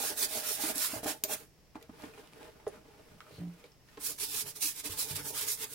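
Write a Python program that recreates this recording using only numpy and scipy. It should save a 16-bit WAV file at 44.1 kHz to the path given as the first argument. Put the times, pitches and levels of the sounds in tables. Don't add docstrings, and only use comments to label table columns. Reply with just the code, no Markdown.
import sys
import numpy as np
from scipy import signal
from scipy.fft import rfft, irfft, next_fast_len
from scipy.io import wavfile
from scipy.ndimage import uniform_filter1d, minimum_filter1d, map_coordinates

SR = 44100
rng = np.random.default_rng(int(sys.argv[2]) if len(sys.argv) > 2 else 0)


def store_pcm(level_fs):
    pcm = np.round(np.clip(level_fs, -1, 1) * 32767).astype(np.int16)
    wavfile.write(sys.argv[1], SR, np.atleast_2d(pcm).T)


def makeup_ratio(level_db):
    decades = np.asarray(level_db, float) / 20
    return 10 ** decades


N = 253134

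# pitch_hz, density_db (per Hz)
HUM_SPECTRUM = [(12, -21), (20, 3), (22, -14), (55, -3), (83, -10.5), (158, -5.5), (214, -15), (455, -17),
                (1640, -28), (1830, -23.5), (1990, -25), (3890, -30), (5000, -26), (8740, -35.5),
                (15900, -34.5)]
HUM_DB = -63
# pitch_hz, width_hz, level_db
WHINE = [(5460, 170, 5)]
# pitch_hz, likeness (0 to 1)
ALIKE = [(60, 0.61), (170, 0.71), (500, 0.66), (1000, 0.34), (2500, 0.3), (7000, 0.1)]
# pitch_hz, t60_s
ROOM_DECAY = [(200, 0.14), (2000, 0.11), (12000, 0.032)]

# pitch_hz, width_hz, level_db
BASIN_MODES = [(173, 9.2, 8), (220, 73, -13), (290, 34, -5), (436, 31, -22), (536, 24, -16), (770, 62, -23),
               (990, 56, -26)]
# time_s, level_db
JUDDER = [
    (3.385, -41),
    (3.4, -43),
    (3.42, -37),
    (3.44, -40),
    (3.455, -46),
    (3.475, -41),
    (3.5, -64),
    (3.52, -76),
]
CYCLES_PER_SLIP = 3
# start_s, peak_db, pitch_hz, t60_s
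BUMPS = [(3.118, -48, 153, 0.13), (3.147, -51.5, 203, 0.095), (3.323, -45, 157, 0.091),
         (3.388, -34, 159.5, 0.12), (4.441, -47, 149, 0.19), (4.895, -41, 90.5, 0.082),
         (5.109, -35, 143, 0.12), (5.142, -39.5, 150, 0.11), (0.96, -41, 113, 0.11),
         (3.972, -45, 290, 0.11), (2.77, -51, 201, 0.12), (5.201, -45, 138.5, 0.42)]
# start_s, peak_db, t60_s, crack_db
TAPS = [
    (3.2053, -34, 0.017, -4),
    (3.212, -47, 0.016, -4),
    (3.241, -52, 0.02, -24),
    (3.2668, -42.5, 0.016, -14),
    (3.2812, -50, 0.018, -24),
]
# pitch_hz, level_db
CHINA = [(1150, -21), (1300, 8.5), (1460, -2), (2250, 3), (3200, -8)]
# fastest_s, speeding_up_s, slowing_s, level_db, spare_db
SWISH = [
    (3.33, 0.024, 0.02, -66, 0),
    (3.37, 0.034, 0.028, -63, 0),
    (3.66, 0.015, 0.02, -66, 0),
]
# pitch_hz, width_hz, level_db
FOAM = [(4250, 700, 0)]

# fastest_s, speeding_up_s, slowing_s, creak_db, rustle_over_creak_db
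TURNS = [(1.42, 0.033, 0.025, -56, -7), (1.765, 0.018, 0.053, -57, -13), (1.82, 0.027, 0.056, -62, -6),
         (1.96, 0.087, 0.04, -59.5, -7.5), (2.03, 0.054, 0.099, -51.5, -6),
         (2.143, 0.011, 0.034, -57.5, -3.5), (2.19, 0.029, 0.057, -57, -2.5), (2.27, 0.04, 0.05, -65, 0.5),
         (2.36, 0.06, 0.057, -58, -5.5), (2.43, 0.044, 0.098, -52, -8), (2.6, 0.1, 0.14, -60.5, -9),
         (2.74, 0.049, 0.06, -52.5, -11), (2.92, 0.11, 0.034, -59, -14), (3.1, 0.33, 0.082, -62.5, -5),
         (3.36, 0.17, 0.087, -67, 5), (3.6, 0.44, 0.12, -65, -0.5), (3.818, 0.012, 0.012, -63, -13),
         (3.92, 0.065, 0.3, -75.5, 10)]
# pitch_hz, width_hz, level_db
GRIP = [(280, 200, -1), (461, 65, 4.5), (615, 51, 0), (884, 130, -2), (1350, 740, -10.5)]
# pitch_hz, density_db (per Hz)
SKIN = [(880, -5.5), (1500, -4.5), (1900, -6.5), (2430, -4), (6360, -14.5), (10100, -13), (15700, -17.5)]

# start_s, peak_db, main_ring_hz, t60_s,
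# crack_db
KNOCKS = [(0.033, -53, 375, 0.16, -17), (0.098, -39, 404, 0.048, -20), (0.222, -44.5, 416, 0.069, -20),
          (0.349, -37, 670, 0.029, -16), (0.505, -39, 430, 0.056, -20), (0.679, -43, 288, 0.062, -34),
          (0.758, -39, 280, 0.055, -20), (0.594, -39, 826, 0.053, -16), (0.636, -28.5, 311, 0.044, 1.5),
          (0.933, -29.5, 274, 0.022, -28), (0.938, -28.5, 670, 0.027, -19), (0.968, -34.5, 326, 0.017, 4),
          (1.031, -31, 272, 0.019, -14), (1.058, -20, 334, 0.017, -36), (1.0598, -28.5, 766, 0.031, -21),
          (1.084, -30, 727, 0.023, -36), (1.235, -43.5, 400, 0.097, -15), (1.236, -42, 233, 0.031, -18),
          (1.245, -39.5, 628, 0.062, -20), (1.294, -37, 815, 0.041, -15), (1.304, -41, 435, 0.046, -15),
          (1.754, -34.5, 275, 0.03, -2), (1.894, -34.5, 242, 0.024, -11), (2.037, -33, 280, 0.024, -3.5),
          (2.136, -48, 424, 0.02, 2.5), (2.176, -43.5, 415, 0.033, 4), (2.195, -43, 448, 0.026, -3),
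          (1.816, -48.5, 460, 0.034, -12), (1.7535, -38, 690, 0.03, -17), (2.422, -43, 400, 0.023, -15),
          (2.436, -41, 397, 0.024, -17), (2.668, -37, 742, 0.034, -4), (2.6684, -26.5, 416, 0.043, -13),
          (3.308, -48, 560, 0.016, -8), (3.6411, -40, 520, 0.024, -10), (3.651, -45, 456, 0.023, -22),
          (3.975, -34, 430, 0.022, -3),
          (4.24, -54, 418, 0.051, -20), (4.628, -50, 395, 0.052, -20), (4.849, -59, 410, 0.027, -20),
               (4.894, -28.5, 440, 0.012, -19), (4.45, -53, 407, 0.049, -15), (4.642, -47, 304, 0.087, -20),
               (4.451, -49, 398, 0.039, -15), (4.64, -62, 294, 0.065, -20), (5.429, -52, 425, 0.083, -20),
               (5.455, -53, 426, 0.07, -20), (5.456, -55, 446, 0.13, -20), (5.49, -49, 435, 0.074, -20)]
KNOCK_CLICK_DB = -37
# start_s, peak_db, ring_hz, t60_s, scrape_after_snap_db
TICKS = [(0.757, -22, 10700, 0.017, -14), (1.2376, -30.5, 8100, 0.027, 8), (1.2382, -12, 14000, 0.016, -17),
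         (1.239, -28, 13800, 0.15, -11), (1.754, -45, 2400, 0.033, -24), (1.8126, -52, 1960, 0.03, -10),
         (1.826, -47, 3240, 0.021, -5), (1.8265, -56, 12000, 0.02, 0), (2.195, -55, 10000, 0.023, -6),
         (2.022, -42, 4170, 0.008, -10), (2.054, -46, 2460, 0.03, -8), (2.137, -46, 2470, 0.043, -24),
         (2.274, -44.5, 2900, 0.0093, -10), (2.3343, -44, 2400, 0.012, -10), (2.666, -52, 1980, 0.022, -10),
         (2.678, -47.5, 10000, 0.072, -3), (2.43, -48, 2500, 0.026, -4), (3.0857, -52, 1270, 0.033, -14),
         (3.7186, -51, 5200, 0.03, -16), (3.8873, -50.5, 1834, 0.034, -10),
         (5.486, -17.5, 6850, 0.017, -23), (0.2265, -18.5, 4800, 0.016, -14),
         (0.7807, -17.5, 11100, 0.021, -13), (3.641, -43.5, 2260, 0.03, -13), (3.9735, -45, 1960, 0.01, -3),
         (4.188, -41, 9150, 0.016, 3), (4.6306, -23, 9100, 0.012, -9), (4.647, -37, 10100, 0.03, -15),
         (4.8416, -36, 7960, 0.034, -3)]
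# start_s, peak_db, pitch_hz, t60_s
SNAPS = [(1.0325, -27, 616, 0.0094), (1.037, -33, 700, 0.007), (1.0682, -35, 600, 0.0054),
         (1.2376, -18, 6100, 0.0023), (1.2375, -21.5, 3000, 0.0016), (1.2373, -20, 10500, 0.0017),
         (1.749, -38, 1500, 0.0017), (1.7492, -61, 7000, 0.004), (1.7558, -32, 850, 0.0088),
         (1.7638, -37, 895, 0.0056), (1.814, -47, 600, 0.008), (1.8258, -52, 11500, 0.004),
         (1.828, -44, 3620, 0.003), (1.8282, -52, 12800, 0.005), (1.8315, -60, 14500, 0.002),
         (1.8935, -42, 700, 0.014), (2.0367, -38, 950, 0.009), (3.973, -43, 4000, 0.002),
         (2.6664, -49, 3500, 0.003), (2.6672, -31, 960, 0.0083), (2.6692, -27, 530, 0.014),
         (2.675, -43, 1250, 0.0063), (2.686, -42, 800, 0.0092), (2.669, -47, 1690, 0.005),
         (2.138, -46, 900, 0.0068), (2.177, -43, 1040, 0.006), (2.198, -46, 800, 0.008),
         (2.4285, -43, 600, 0.01), (2.001, -41, 900, 0.006), (2.0425, -42, 805, 0.008),
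         (1.7654, -42, 1600, 0.004), (1.774, -46, 800, 0.006), (3.2053, -45, 5000, 0.0022),
         (3.223, -56, 1300, 0.012), (3.2746, -56, 1240, 0.013), (3.309, -41.5, 524, 0.021),
         (4.1805, -42, 6000, 0.004), (4.6465, -22, 8400, 0.003), (5.004, -24, 7500, 0.003)]

# fastest_s, speeding_up_s, slowing_s, bristle_db, drag_over_bristle_db
SIDE_STROKES = [(0.074, 0.11, 0.049, -35.5, -12), (0.182, 0.014, 0.023, -38.5, -13),
                (0.239, 0.055, 0.023, -31.5, -17), (0.375, 0.074, 0.038, -37, -11),
                (0.451, 0.03, 0.033, -40, -12), (0.49, 0.033, 0.033, -36.5, -10),
                (0.52, 0.041, 0.049, -37, -18), (0.635, 0.041, 0.026, -39, -10.5),
                (0.701, 0.12, 0.021, -36.5, -11), (0.758, 0.011, 0.049, -41, -11.5),
                (0.848, 0.071, 0.032, -32.5, -14), (0.941, 0.084, 0.049, -42.5, -8),
                (1.046, 0.013, 0.0029, -40.5, -7.5), (1.093, 0.034, 0.032, -36, -6.5),
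                (1.336, 0.042, 0.015, -35.5, -9)]
# fastest_s, speeding_up_s, slowing_s, bristle_db, drag_over_bristle_db
HEEL_STROKES = [(4.068, 0.036, 0.012, -34.5, -20), (4.096, 0.027, 0.034, -40, -16.5),
                (4.017, 0.016, 0.022, -48, -11), (4.187, 0.004, 0.0057, -45.5, -10),
                (4.204, 0.008, 0.018, -40.5, -18), (4.232, 0.027, 0.027, -36, -16.5),
                (4.378, 0.056, 0.035, -38.5, -12.5), (4.417, 0.15, 0.013, -38.5, -32),
                (4.499, 0.033, 0.016, -44, -18), (4.47, 0.013, 0.02, -47.5, -6),
                (4.563, 0.0092, 0.021, -45.5, -15.5), (4.627, 0.015, 0.045, -34, -24),
                (4.676, 0.054, 0.037, -34.5, -19.5), (4.803, 0.053, 0.011, -43.5, -14.5),
                (4.861, 0.018, 0.023, -39, -10.5), (4.917, 0.023, 0.039, -43.5, -8.5),
                (5.003, 0.029, 0.048, -34, -19.5), (5.114, 0.043, 0.03, -41, -13),
                (5.161, 0.011, 0.021, -37.5, -13.5), (5.255, 0.01, 0.032, -48, -5.5),
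                (5.193, 0.011, 0.019, -45, -6), (5.296, 0.055, 0.021, -40, -26),
                (5.397, 0.052, 0.013, -36.5, -11.5), (5.414, 0.0062, 0.037, -36, -9.5),
                (5.491, 0.026, 0.019, -35, -13), (5.517, 0.024, 0.034, -34.5, -18.5),
                (5.643, 0.05, 0.0076, -38, -10), (5.734, 0.037, 0.007, -46, -12)]
# pitch_hz, density_db (per Hz)
BRISTLE = [(1180, -22), (2000, -19), (2380, -5.5), (3000, -8), (3470, -2.5), (5070, -0.5), (5530, 2),
           (6130, -1), (10100, 2.5), (13800, 0.5), (15700, -2.5)]
# time_s,
# low_flick_db
PRESS = [(0, 3.5), (.08, -1), (.18, -3.5), (.24, 3), (.36, 2.5), (.45, -3.5), (.62, 1), (.7, 0.5),
         (.77, -4), (.83, 0), (.87, -2), (1.08, -3), (1.32, -0.5),
         (4.03, -8), (4.09, -2), (4.2, 3), (4.3, 4), (4.38, 0), (4.57, 1), (4.64, 5), (4.69, -3),
              (4.86, 5.5), (5.001, 0.5), (5.16, 6), (5.27, -5), (5.42, 1), (5.52, -13), (5.64, -4.5)]
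# pitch_hz, width_hz, level_db
LEATHER = [(976, 160, -7), (1346, 510, -2), (1567, 516, 0.5), (2190, 1080, -4.5), (3150, 1430, -7)]
# pitch_hz, width_hz, level_db
COUNTER = [(960, 240, -1), (1170, 330, 1.5), (1630, 370, 1), (2180, 410, 1), (3400, 990, -2)]
# pitch_hz, width_hz, level_db
SHOE = [(272, 175, 2), (446, 64, 6), (622, 128, 5), (890, 140, 1.5), (923, 9, -10)]
# pitch_hz, width_hz, level_db
HEEL = [(134, 74, -7.5), (293.3, 17, -2), (425, 56, -2.5), (690, 410, -11), (905, 71, -3.5)]
# time_s, over_drag_db
COUPLING = [(0, 0), (.2, -5), (.35, -1), (.5, -6.5), (.72, 1.5), (.86, -13), (.93, -5.5), (.99, 2.5),
            (1.02, -7), (1.045, 0), (1.1, -4), (1.38, -6), (4, -7.5), (4.2, -6.5), (4.4, -8.5), (4.5, -1.5),
            (4.7, -13.5), (4.83, -6), (4.9, -6), (5.05, -3), (5.15, -4), (5.3, 1), (5.42, -13), (5.55, -12),
            (5.7, -3)]
PORT_DB = [-5.5, -5]
TAIL_DB, TAIL_T60_S, TAIL_RISE_S = -5.5, 0.13, 0.048
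DRAG_LINGERS, HOLLOW_LINGERS = 1.175, 1.68
BENT_BELOW_HZ = 3800
FACE_HZ, FACE_WIDTH_HZ, FACE_DB = 8600, 2400, [0.4, 0.5]

# start_s, end_s, low_hz, high_hz
LONG_DROPOUTS = [
    (4.22, 4.41, 500, 620),
    (4.61, 4.71, 480, 620),
    (5.49, 5.54, 215, 300),
    (4.28, 4.32, 1080, 1200),
]
DROPOUT_DB, DROPOUT_RARE, BUSY_DB = -30, 2.72, -52
CEILING, TOP_HZ = .29, 15920


def unit(x):
    return x / np.sqrt(np.mean(x ** 2) + 1e-20)


def along(points, hz):
    f, v = np.transpose(points)
    return np.interp(np.log(hz + 1), np.log(f + 1), v)


def curves(rows):
    s, *cols = np.transpose(rows)
    return [np.interp(np.arange(N) / SR, s, c) for c in cols]


def during(rows):
    s0, s1 = rows[0][0], rows[-1][0]
    return np.interp(np.arange(N) / SR, [s0 - .015, s0, s1, s1 + .015], [0, 1, 1, 0])


def wobble(rate):
    knots = rng.standard_normal(int(N * rate / SR) + 4)
    return map_coordinates(knots, [np.arange(N) * rate / SR])


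def filtered(x, response):
    m = next_fast_len(N + SR // 2)
    return irfft(rfft(x, m) * response(np.fft.rfftfreq(m, 1 / SR)), m)[..., :N]


def modes(table):
    def response(f):
        total = 0
        for k, (centre, width, db) in enumerate(table):
            damping = 1j * f * width
            total = total + (-1) ** k * makeup_ratio(db) * damping / (centre * centre - f * f + damping)
        return total
    return response


def ports(pair):
    def mix(hz):
        turn = np.arccos(np.clip(along(ALIKE, hz), -1, 1)) / 2
        return np.array([np.cos(turn), np.sin(turn)])
    mid, side = filtered(pair, mix)
    return np.array([mid + side, mid - side])


def sides(pan_db):
    return makeup_ratio(np.outer([.5, -.5], pan_db))


def random_field(shape, bands, frames):
    field = uniform_filter1d(rng.standard_normal(shape), size=bands, axis=0)
    return unit(uniform_filter1d(field, size=frames, axis=1))


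def patchy(x, depth_db):
    z = signal.stft(x, nperseg=512)[2]
    field = random_field(z.shape[1:], 2, 10)
    return signal.istft(z * makeup_ratio(depth_db * (field - 0.18 * field ** 2)), nperseg=512)[1][:, :N]


def flicks(spread_db, clump_db, clump_rate, patch_db):
    uneven_db = spread_db * np.minimum(rng.exponential(size=(2, N)), 5)
    size_db = uneven_db + clump_db * wobble(clump_rate)
    return ports(patchy(rng.standard_normal((2, N)) * makeup_ratio(size_db), patch_db))


def motion(rows, second=False, lingers=1, tail_db=-60):
    s, rise, fall, db, over_db = np.array(rows).T[:, :, None]
    u = np.arange(0, N, 32) / SR - s
    after = np.maximum(u, 0)
    span = lingers * np.maximum(np.where(u < 0, rise, fall), 1e-3)
    bell = np.exp(-2 * (u / span) ** 2)
    spring = (1 - np.exp(-after / TAIL_RISE_S)) * makeup_ratio(2 * (tail_db - 60 * after / TAIL_T60_S / 2))
    power = (makeup_ratio(2 * (db + second * over_db)) * (bell + spring)).sum(0)
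    return np.interp(np.arange(N), np.arange(0, N, 32), np.sqrt(power))


def ring(hz, t60, t, attack):
    return np.sin(2 * np.pi * hz * t) * makeup_ratio(-60 * t / t60) * (1 - np.exp(-t / attack))


def hiss(hz, pole, t):
    poles = [1, -2 * pole * np.cos(2 * np.pi * hz / SR), pole ** 2]
    return signal.lfilter([1, 0, -1], poles, rng.standard_normal((2, len(t))))


def add(track, s, sound):
    track[:, round(s * SR):][:, :sound.shape[-1]] += sound


def blank(seconds):
    return np.zeros((2, N + SR)), np.arange(int(seconds * SR)) / SR


def hum():
    air = ports(rng.standard_normal((2, N)) * makeup_ratio(0.75 * wobble(7.26)))

    def colour(hz):
        return makeup_ratio(along(HUM_SPECTRUM, hz)) * (1 + np.abs(modes(WHINE)(hz)) ** 2 / 4)
    return makeup_ratio(HUM_DB) * unit(filtered(air, colour))


def room(x):
    noise = ports(rng.standard_normal((2, N)))[:, :SR // 2]
    hz, t, z = signal.stft(noise, SR, nperseg=256)
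    tail = signal.istft(z * makeup_ratio(-60 * t / along(ROOM_DECAY, hz)[:, None]), SR, nperseg=256)[1]
    delayed = np.pad(x, ((0, 0), (200, 0)))
    return signal.fftconvolve(delayed, tail / np.linalg.norm(tail[0]), axes=1)[:, :N]


def bowl():
    db, = curves(JUDDER)
    slip_count = np.floor(np.arange(N + 1) / SR * BASIN_MODES[0][0] / CYCLES_PER_SLIP)
    slips = np.diff(slip_count) * during(JUDDER)

    def plate(hz):
        return modes(BASIN_MODES)(hz) / (1 + 1j * hz / 1100) ** 2
    return makeup_ratio(49.0) * filtered(slips * makeup_ratio(db), plate) * sides(-2.1)


def basin_bumps():
    track, t = blank(0.25)
    for s, db, hz, t60 in BUMPS:
        low = 0.24 * ring(0.69 * hz, 0.26, t, 0.016)
        add(track, s, makeup_ratio(db - 1.5) * (ring(hz, t60, t, 0.0017) + low))
    return track[:, :N] * sides(-1.2)


def china_taps():
    track, t = blank(0.25)
    for s, db, t60, crack_db in TAPS:
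        chime = 0
        for hz, level in CHINA:
            tilt_db = 0.66 * crack_db * np.log2(hz / 1300)
            chime = chime + makeup_ratio(level + tilt_db + rng.normal(0, 1.9)) * ring(hz, t60, t, 0.00039)
        crack = makeup_ratio(crack_db - 60 * t / 0.005) * hiss(2160, 0.91, t)
        add(track, s, makeup_ratio(db - 13.0) * (chime + crack))
    return track[:, :N] * sides(-1.2)


def splash():
    return motion(SWISH) * unit(filtered(flicks(3.0, 2.5, 120, 2.5), modes(FOAM)))


def hands():
    creak = unit(filtered(flicks(3.8, 3.2, 80, 2.7), modes(GRIP)))
    rustle = unit(filtered(flicks(3.0, 1.2, 130, 0.98), lambda hz: makeup_ratio(along(SKIN, hz))))
    creaking = motion(TURNS) * makeup_ratio(-1.5) * creak
    return creaking + motion(TURNS, True) * makeup_ratio(1.0) * sides(-1.1) * rustle


def knocks():
    track, t = blank(0.25)
    for s, db, hz, t60, crack_db in KNOCKS:
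        ratios = np.array([1.3, 1.75, 2.1, 2.8, 3.9]) * makeup_ratio(rng.normal(0, 1.0, 5))
        thud = ring(hz, t60, t, 0.0045)
        for r in ratios:
            thud += makeup_ratio(-9.0) * ring(hz * r, 0.92 * t60 / r ** 1.6, t, 0.0031)
        thud *= makeup_ratio(-70 * (t / t60) ** 3)
        crack = makeup_ratio(crack_db - 25.0 - 60 * t / 0.038) * hiss(860, 0.96, t)
        crack = crack + makeup_ratio(KNOCK_CLICK_DB - 21.0 - 60 * t / .025) * hiss(7000, 0.26, t)
        add(track, s, makeup_ratio(db + 6.0) * (thud + crack * (1 - np.exp(-t / 0.0026))))
    return track[:, :N] * sides(-1.2)


def ticks():
    track, t = blank(0.25)
    for s, db, hz, t60, scrape_db in TICKS:
        decay = makeup_ratio(-7.0 - 60 * t / 0.0014) + makeup_ratio(scrape_db - 60 * t / t60)
        snap = decay * hiss(min(hz, 6500), 0.65 if hz > 6000 else 0.84, t)
        add(track, s, makeup_ratio(db - 7.5) * sides(-0.41) * (snap + ring(hz, 0.88 * t60, t, 0.000067)))
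    return track[:, :N] * sides(-1.2)


def snaps():
    track, t = blank(0.05)
    for s, db, hz, t60 in SNAPS:
        add(track, s, makeup_ratio(db + 0.5) * sides(-1.3) * ring(hz, t60, t, 0.18 / hz))
    return track[:, :N]


def brush():
    tips = unit(filtered(flicks(1.9, 1.0, 260, 1.9), lambda hz: makeup_ratio(along(BRISTLE, hz))))
    press_db, = curves(PRESS)
    low_flicks = filtered(tips, lambda hz: 1 / (1 + (hz / BENT_BELOW_HZ) ** 4))
    tips = tips + (makeup_ratio(press_db) - 1) * low_flicks
    rub = flicks(2.7, 1.53, 90, 3.2)
    push = flicks(2.5, 3.2, 60, 2.2)
    coupling_db, = curves(COUPLING)
    out = np.zeros((2, N))
    holds = zip((SIDE_STROKES, HEEL_STROKES), (LEATHER, COUNTER), (SHOE, HEEL), PORT_DB, FACE_DB)
    for strokes, skin, cavity, pan_db, face_db in holds:
        def hollow_response(hz):
            response = modes(cavity)(hz)
            return response * np.abs(response) ** 0.26

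        def face(hz):
            return makeup_ratio(face_db * np.exp(-((hz - FACE_HZ) / FACE_WIDTH_HZ) ** 2))
        drag = unit(filtered(rub, modes(skin)))
        hollow = unit(filtered(push, hollow_response))
        tip_gain = motion(strokes, tail_db=TAIL_DB) * makeup_ratio(2.5)
        drag_gain = motion(strokes, True, DRAG_LINGERS, TAIL_DB) * makeup_ratio(2.0)
        hollow_gain = motion(strokes, True, HOLLOW_LINGERS, TAIL_DB) * makeup_ratio(coupling_db + 1.5)
        out += tip_gain * sides(pan_db) * filtered(tips, face)
        out += drag_gain * sides(0.081 * pan_db) * drag
        out += hollow_gain * sides(0.46 * pan_db) * hollow
    return out


def scene():
    contacts = knocks() + china_taps() + ticks() + basin_bumps()
    near = brush() + hands() + contacts + splash() + snaps()
    return near + makeup_ratio(-7.5) * room(near) + bowl() + sides(-0.35) * hum()


def dropouts(x):
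    z = signal.stft(x, nperseg=1024, noverlap=768)[2]
    field = random_field(z.shape[1:], 4, 14)
    field = -minimum_filter1d(minimum_filter1d(-field, size=11, axis=1), size=3, axis=0)
    for start, end, low_hz, high_hz in LONG_DROPOUTS:
        bands = slice(round(low_hz * 1024 / SR), round(high_hz * 1024 / SR) + 1)
        frames = slice(round(start * SR / 256), round(end * SR / 256))
        field[bands, frames] = 2 * DROPOUT_RARE
    field[:52] = np.where(field[:52] < 2 * DROPOUT_RARE, 0, field[:52])
    busy = minimum_filter1d((np.abs(z[:, 52:]) ** 2).sum((0, 1)), size=9) > makeup_ratio(2 * BUSY_DB)
    depth = np.clip(5 * (field - DROPOUT_RARE) + 1, 0, 1)
    return signal.istft(z * makeup_ratio(DROPOUT_DB * busy * depth), nperseg=1024, noverlap=768)[1][:, :N]


def band_limit(x):
    return signal.sosfilt(signal.butter(12, 16880, fs=SR, output="sos"), x)


def record(dry):
    rounded = dry / (1 + np.abs(dry / CEILING) ** 4) ** (1 / 4)
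    mix = filtered(dropouts(rounded), lambda hz: hz < TOP_HZ)
    return band_limit(mix)


dry = scene()
out = record(dry)
store_pcm(out)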